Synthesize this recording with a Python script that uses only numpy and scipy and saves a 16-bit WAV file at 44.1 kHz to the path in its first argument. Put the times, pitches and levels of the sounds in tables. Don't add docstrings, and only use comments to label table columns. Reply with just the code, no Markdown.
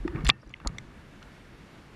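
import sys
import numpy as np
from scipy import signal
from scipy.fft import rfft, irfft
from scipy.io import wavfile

SR = 44100
rng = np.random.default_rng(int(sys.argv[2]) if len(sys.argv) > 2 else 0)


def wav_out(sig):
    wavfile.write(sys.argv[1], SR, np.round(np.clip(np.atleast_2d(sig).T, -1, 1) * 32767).astype(np.int16))


def to_linear_factor(level_db):
    exponent = np.asarray(level_db, float) / 20
    return 10 ** exponent


N = 85995


def rms_one(x):
    return x / np.sqrt(np.mean(x ** 2) + 1e-20)


def in_time(rows):
    s, *columns = np.transpose(rows)
    return [np.interp(np.arange(N) / SR, s, column) for column in columns]


def drift(rate_hz):
    r = np.exp(-80 * np.pi * rate_hz / SR)
    white = rng.standard_normal(N // 40 + 2002)
    slow = signal.lfilter([1], [1, -2 * r, r * r], white)[2000:]
    return np.interp(np.arange(N) / 40, np.arange(len(slow)), rms_one(slow))


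def ring(clicks, hz, t60):
    r = to_linear_factor(-60 / (t60 * SR))
    w = 2 * np.pi * hz / SR
    return signal.lfilter([0, np.sin(w)], [1, -2 * r * np.cos(w), r * r], clicks)


def bandpass(x, edges_hz):
    return signal.sosfilt(signal.butter(2, edges_hz, "band", fs=SR, output="sos"), x)


def steep_band(x, low_hz, high_hz):
    hz = np.arange(N // 2 + 1) * SR / N
    return irfft(rfft(x) * ((hz >= low_hz) & (hz < high_hz)), N)


def banded_noise(spectrum, patchy_db, rate_hz):
    out, together = 0, drift(rate_hz)
    edges = 18 * 2 ** np.arange(0, 10, 1 / 3)
    white = rng.standard_normal((2, N + SR))
    hz, db = np.transpose(spectrum)
    for k, (low, high) in enumerate(zip(edges, edges[1:])):
        band = bandpass(white[k % 2], [low, high])[SR:]
        level_db = np.interp(np.log(low * high) / 2, np.log(hz), db)
        flicker = .7 * together + drift(rate_hz)
        out = out + band * to_linear_factor(level_db + patchy_db * flicker)
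    return rms_one(out)


# (time [s], peak level [dB], centre [Hz], width [octaves], length [s])
BUMP_TICKS = [(.0777, -31.5, 1520, 1.65, 0.0033), (.1486, -35.5, 1250, 0.65, .005),
              (.157, -35, 1770, 0.92, 0.0068), (.183, -40.5, 1380, .6, 0.0074),
              (.188, -49.5, 2330, 0.62, 0.013), (.207, -41, 2390, 0.55, .003),
              (.248, -33.5, 8850, 0.68, 0.0016), (.248, -28.5, 2006, 1.5, 0.018),
              (.2525, -33.5, 4508, 0.63, 0.0038), (.267, -20, 3000, .9, .003),
              (.273, -31, 4970, 1.4, 0.004), (.284, -25, 4130, 1.2, 0.004), (.29, -21, 7630, .3, .001),
              (.29, -15.5, 3400, 0.6, 0.0012), (.2918, -23, 6000, 1.1, 0.0016),
              (.2937, -15, 1415, 1, .00006), (.2996, -13.5, 3016, 0.84, .00006),
              (.2985, -26.5, 3400, 0.38, .0005), (.3026, -21, 2690, .6, .004)]
# (time [s], peak level [dB], centre [Hz], width [octaves], length [s])
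LATER_TICKS = [(.416, -68, 5600, .4, .008), (.4294, -44.5, 900, 0.86, 0.0066),
               (.475, -63, 6000, 1.1, 0.0024), (.494, -49, 5460, 0.87, 0.0019),
               (.5023, -43.5, 1240, 1.6, 0.011), (.5445, -56, 2270, 0.43, 0.0024),
               (.563, -47.5, 1800, 1.27, 0.0073), (.601, -39, 1500, 1.26, 0.0037),
               (.616, -44, 1322, .9, 0.0013), (.649, -34.5, 902, 1.1, 0.0048),
               (.659, -30, 880, 0.68, 0.0078), (.6732, -33, 8020, 0.37, 0.0025),
               (.6732, -32, 4900, 0.33, 0.0017), (.67, -35.5, 1520, 0.66, 0.01),
               (.688, -41, 1500, 0.94, 0.018), (.7477, -46.5, 1110, 0.54, 0.0045),
               (.784, -29, 3060, 1.5, 0.00065), (1.2272, -43.5, 2930, 1.1, 0.003)]
# (pitch [Hz], level [dB], t60 [s])
SHELL_MODES = [(330, -3, .02), (620, -2, .009), (900, -2, .012), (1200, 0, .014), (1500, -3, .008),
               (1820, -8, .025), (2200, -2, .011), (2650, -1, .01), (3450, 1, .009), (4200, -1, .009),
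               (4900, -3, .008), (5800, -8, .011), (7200, 0, .007), (9900, -4, .006)]
SLIPS_PER_S, FIRST_SLIP = 6300, 2.5
SKIRT_DB, SHELL_TOP_HZ = -18, 17000
CRACK_DB, CRACK_S = -28.5, .004


def housing(table, size=4000):
    out, t = np.zeros(N + size), np.arange(size) / SR
    for s, db, hz, octaves, length in table:
        luck, sizes = rng.random(size), rng.standard_normal(size)
        share_db = rng.normal(0, 2, len(SHELL_MODES))
        slips = (luck < SLIPS_PER_S / SR) * sizes + FIRST_SLIP * (t == 0)
        slips = slips * np.exp(-(t / length) ** 2)
        tick = np.zeros(size)
        for (mode_hz, mode_db, t60), own_db in zip(SHELL_MODES, share_db):
            off_centre_db = 6 * (np.log2(mode_hz / hz) / octaves) ** 2
            tick += to_linear_factor(mode_db + own_db - off_centre_db) * ring(slips, mode_hz, t60)
        edges = np.clip(hz * 2. ** np.array([-octaves, octaves]), 50, SHELL_TOP_HZ)
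        tick = bandpass(tick, edges) + to_linear_factor(SKIRT_DB) * tick
        crack = to_linear_factor(CRACK_DB) * np.exp(-t / CRACK_S) * np.diff(slips, prepend=0)
        start = int(s * SR)
        out[start:start + size] += to_linear_factor(db) * (tick / np.abs(tick).max() + crack)
    out = out[:N] + to_linear_factor(-62) * ring(out[:N], hz=1815, t60=.2)
    return signal.sosfilt(signal.butter(2, SHELL_TOP_HZ, fs=SR, output="sos"), out)


# (time [s], peak level [dB], pitch [Hz], rise [s], fall [s])
BODY_KNOCKS = [(.001, -32, 41.8, 0.0046, 0.078), (0.025, -40, 27, 0.01, 0.0067),
               (0.0491, -19, 296, 0.0054, 0.0053), (0.055, -22, 307, 0.006, 0.0017),
               (0.2909, -18, 210, 0.0022, 0.001), (.072, -32, 344, .008, .025),
               (0.093, -32.5, 55.4, 0.0053, 0.04), (.127, -33, 323, 0.015, 0.0077),
               (0.15, -22, 130, 0.0034, 0.0058), (.156, -28.5, 324, 0.0035, 0.0039),
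               (.112, -37, 380, 0.0051, .01), (.178, -38.5, 350, 0.0058, .012),
               (.173, -31.5, 50.3, 0.0052, 0.024), (.238, -23, 144.4, 0.002, 0.015),
               (0.231, -18, 50.4, 0.056, 0.0026), (0.298, -25, 139.5, .004, 0.0093),
               (0.47, -45, 306, 0.0039, 0.0033), (0.506, -43.5, 124, 0.0062, 0.012),
               (0.46, -41, 39.5, 0.013, 0.014), (0.659, -25, 256, 0.0015, 0.0047),
               (0.657, -22, 44.5, 0.015, 0.015), (0.698, -30.5, 122, 0.0017, 0.0046),
               (0.748, -39, 110, 0.0065, 0.013)]
# (time [s], peak level [dB], pitch [Hz], rise [s], fall [s])
PANEL_SNAPS = [(.0777, -32.5, 1870, 0.0012, 0.0029), (.0777, -34, 1230, 0.0012, 0.0038),
               (.0777, -37, 930, 0.00089, 0.0054), (.078, -42.5, 2480, .001, 0.0034),
               (.158, -43.5, 2500, 0.0025, 0.0031), (.158, -40, 1240, .002, 0.0045),
               (.184, -41, 1220, .003, .012), (.267, -22, 2900, 0.00028, .001),
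               (.267, -37, 9900, .0004, .0006), (.269, -43, 6980, .001, .001),
               (.2757, -28.5, 7400, .0003, 0.00032), (.29, -14, 7620, 0.00043, 0.00046),
               (.29362, -4, 1960, 0.00035, 0.00038), (.294, -14.5, 1136, 0.0017, 0.0034),
               (.29935, -1, 3120, .0004, .00025), (.3002, -1, 3357, 0.00046, 0.00042),
               (.3012, -16.5, 2370, .001, .002), (.302, -25.5, 4670, .0008, 0.0013),
               (.3005, -24, 1207, .001, .0025), (.301, -40, 10440, .001, 0.00076),
               (.305, -52, 5690, .002, .004), (.306, -43.5, 1810, .008, .007),
               (.31, -43, 782, 0.0045, .005), (.31, -45, 1260, .005, .005),
               (.6732, -21, 4360, 0.00056, 0.00064), (.6732, -21, 6880, 0.00051, 0.00044),
               (.6745, -30, 6730, 0.00073, .0015), (.6733, -36.5, 5450, 0.0011, 0.0016),
               (.6732, -39, 3830, 0.00041, .0015), (.784, -29.5, 2117, .001, .0025),
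               (.784, -33, 3570, 0.00028, 0.0015), (.784, -37.5, 5840, .0005, .0017),
               (.784, -41.5, 7617, 0.0014, .0012)]
# (time [s], peak level [dB], pitch [Hz], rise [s], fall [s])
MORE_SNAPS = [(.2525, -32, 5000, .0006, .001), (.256, -30.5, 1800, .002, .002),
              (.2695, -29.5, 1900, .001, .001), (.274, -28, 2000, .0002, .0002),
              (.2757, -20.5, 2600, .0001, .00008), (.285, -24, 4100, .0004, .0004),
              (.288, -26.5, 1150, .002, .004), (.3275, -52.5, 1815, .008, .025),
              (.312, -52, 2670, .004, .02), (.417, -58.5, 5500, .002, .003), (.475, -58, 5900, .001, .002),
              (.511, -58, 6800, .001, .002), (.516, -51, 1200, .002, .003), (.6487, -32.5, 190, .002, .003),
              (.6578, -27.5, 330, .002, .002), (.667, -38.5, 850, .002, .002), (.67, -37, 1250, .002, .003),
              (.6745, -35, 2050, .001, .001), (.72, -41.5, 150, .005, .02), (1.2205, -45, 1400, .001, .003),
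              (1.2265, -41, 1420, .001, .003), (1.228, -45, 2950, .001, .002),
              (1.2273, -53, 4500, .0005, .002), (1.2273, -53, 6000, .0005, .002)]


def knocks(table):
    out = np.zeros(N)
    for s, db, hz, rise, fall in table:
        t = np.maximum(np.arange(N) / SR - s, 0)
        swell = np.sin(np.pi / 2 * np.minimum(t / rise, 1)) ** 2
        decay = np.exp(-np.maximum(t - rise, 0) / fall)
        out += to_linear_factor(db) * swell * decay * np.sin(2 * np.pi * hz * t)
    return out


# (time [s], peak level [dB], pitch [Hz], length [s])
BUBBLE_PINGS = [
    (0.5392, -27, 2714, 0.0014),
    (0.54, -32.5, 2143, 0.0041),
]


def bubble():
    out = np.zeros(N)
    for s, db, hz, length in BUBBLE_PINGS:
        t = np.clip(np.arange(N) / SR - s, 0, length)
        out += to_linear_factor(db) * np.sin(np.pi * t / length) * np.sin(2 * np.pi * hz * t)
    return out


# (time [s], pitch [Hz], level [dB])
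SEAL_WHISTLE = [
    (.37, 4700, -90),
    (.39, 4820, -73),
    (.45, 4820, -72),
    (.485, 4750, -78),
    (.5, 4600, -68),
    (.53, 4400, -90),
]


def whistle():
    hz, db = in_time(SEAL_WHISTLE)
    flutter = drift(110)
    return to_linear_factor(db) * flutter * np.sin(2 * np.pi * np.cumsum(hz) / SR)


# (time [s], level [dB])
POLE_MOTION = [
    (0.0, -59.5),
    (0.184, -37),
    (0.314, -45.5),
    (0.406, -65),
    (0.662, -53),
    (0.782, -51),
    (0.878, -55.5),
    (1.796, -60.5),
    (1.95, -57),
]
# (frequency [Hz], level [dB per Hz])
RUMBLE_COLOUR = [(20, -9), (50, -2), (90, -8), (150, -6), (330, -14.5), (550, -29.5), (1000, -24.5),
                 (1800, -26.5)]


def handling_rumble():
    motion_db, = in_time(POLE_MOTION)
    top_db = motion_db.max()
    level_db = top_db + 0.5 + 0.77 * (motion_db - top_db)
    return to_linear_factor(level_db) * banded_noise(RUMBLE_COLOUR + [(5000, -70)], patchy_db=2, rate_hz=15)


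def duck_db():
    t = np.arange(N) / SR - .305
    return -9 * (t > 0) * np.exp(-(t / 0.37) ** 2)


PORT_HISS_HZ, PORT_HISS_DB = (9800, 10450), -89
AIR_HZ, AIR_DB = (12800, 15300), -87
# (frequency [Hz], level [dB per Hz])
HUSH_COLOUR = [(20, -26), (116, 1.5), (277, -6.5), (319, -5), (949, -14.5), (1860, -13), (10200, -37),
               (14000, -45.5), (16000, -55)]


def water_hush():
    hush = to_linear_factor(-53 + duck_db()) * banded_noise(HUSH_COLOUR, patchy_db=.8, rate_hz=4.5)
    return steep_band(hush, 0, AIR_HZ[0])


# (time [s], level [dB])
AIR_GATE = [
    (0, -30),
    (.095, -30),
    (.1, 0),
    (.3, 0),
    (.31, -30),
    (.73, -30),
    (.76, -6),
    (.95, 0),
    (1.95, 0),
]


def circuit_hiss():
    white = rng.standard_normal(N)
    gate_db, = in_time(AIR_GATE)
    port = to_linear_factor(PORT_HISS_DB) * rms_one(steep_band(white, *PORT_HISS_HZ))
    air = to_linear_factor(AIR_DB + gate_db) * rms_one(steep_band(white, *AIR_HZ))
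    return to_linear_factor(duck_db()) * (port + air)


def scene():
    ticks = housing(BUMP_TICKS) + housing(LATER_TICKS)
    swings = knocks(BODY_KNOCKS) + knocks(PANEL_SNAPS) + knocks(MORE_SNAPS)
    seal = bubble() + whistle()
    background = handling_rumble() + water_hush() + circuit_hiss()
    return (ticks + swings + seal + background)[None]


def low_pass(x):
    return signal.sosfilt(signal.butter(12, 16340, fs=SR, output="sos"), x)


def record(dry):
    top_cut = signal.cheby2(10, 60, 16100, fs=SR, output="sos")
    mix = signal.sosfilt(top_cut, np.clip(dry, -1, 1))
    return low_pass(mix)


dry = scene()
out = record(dry)
wav_out(out)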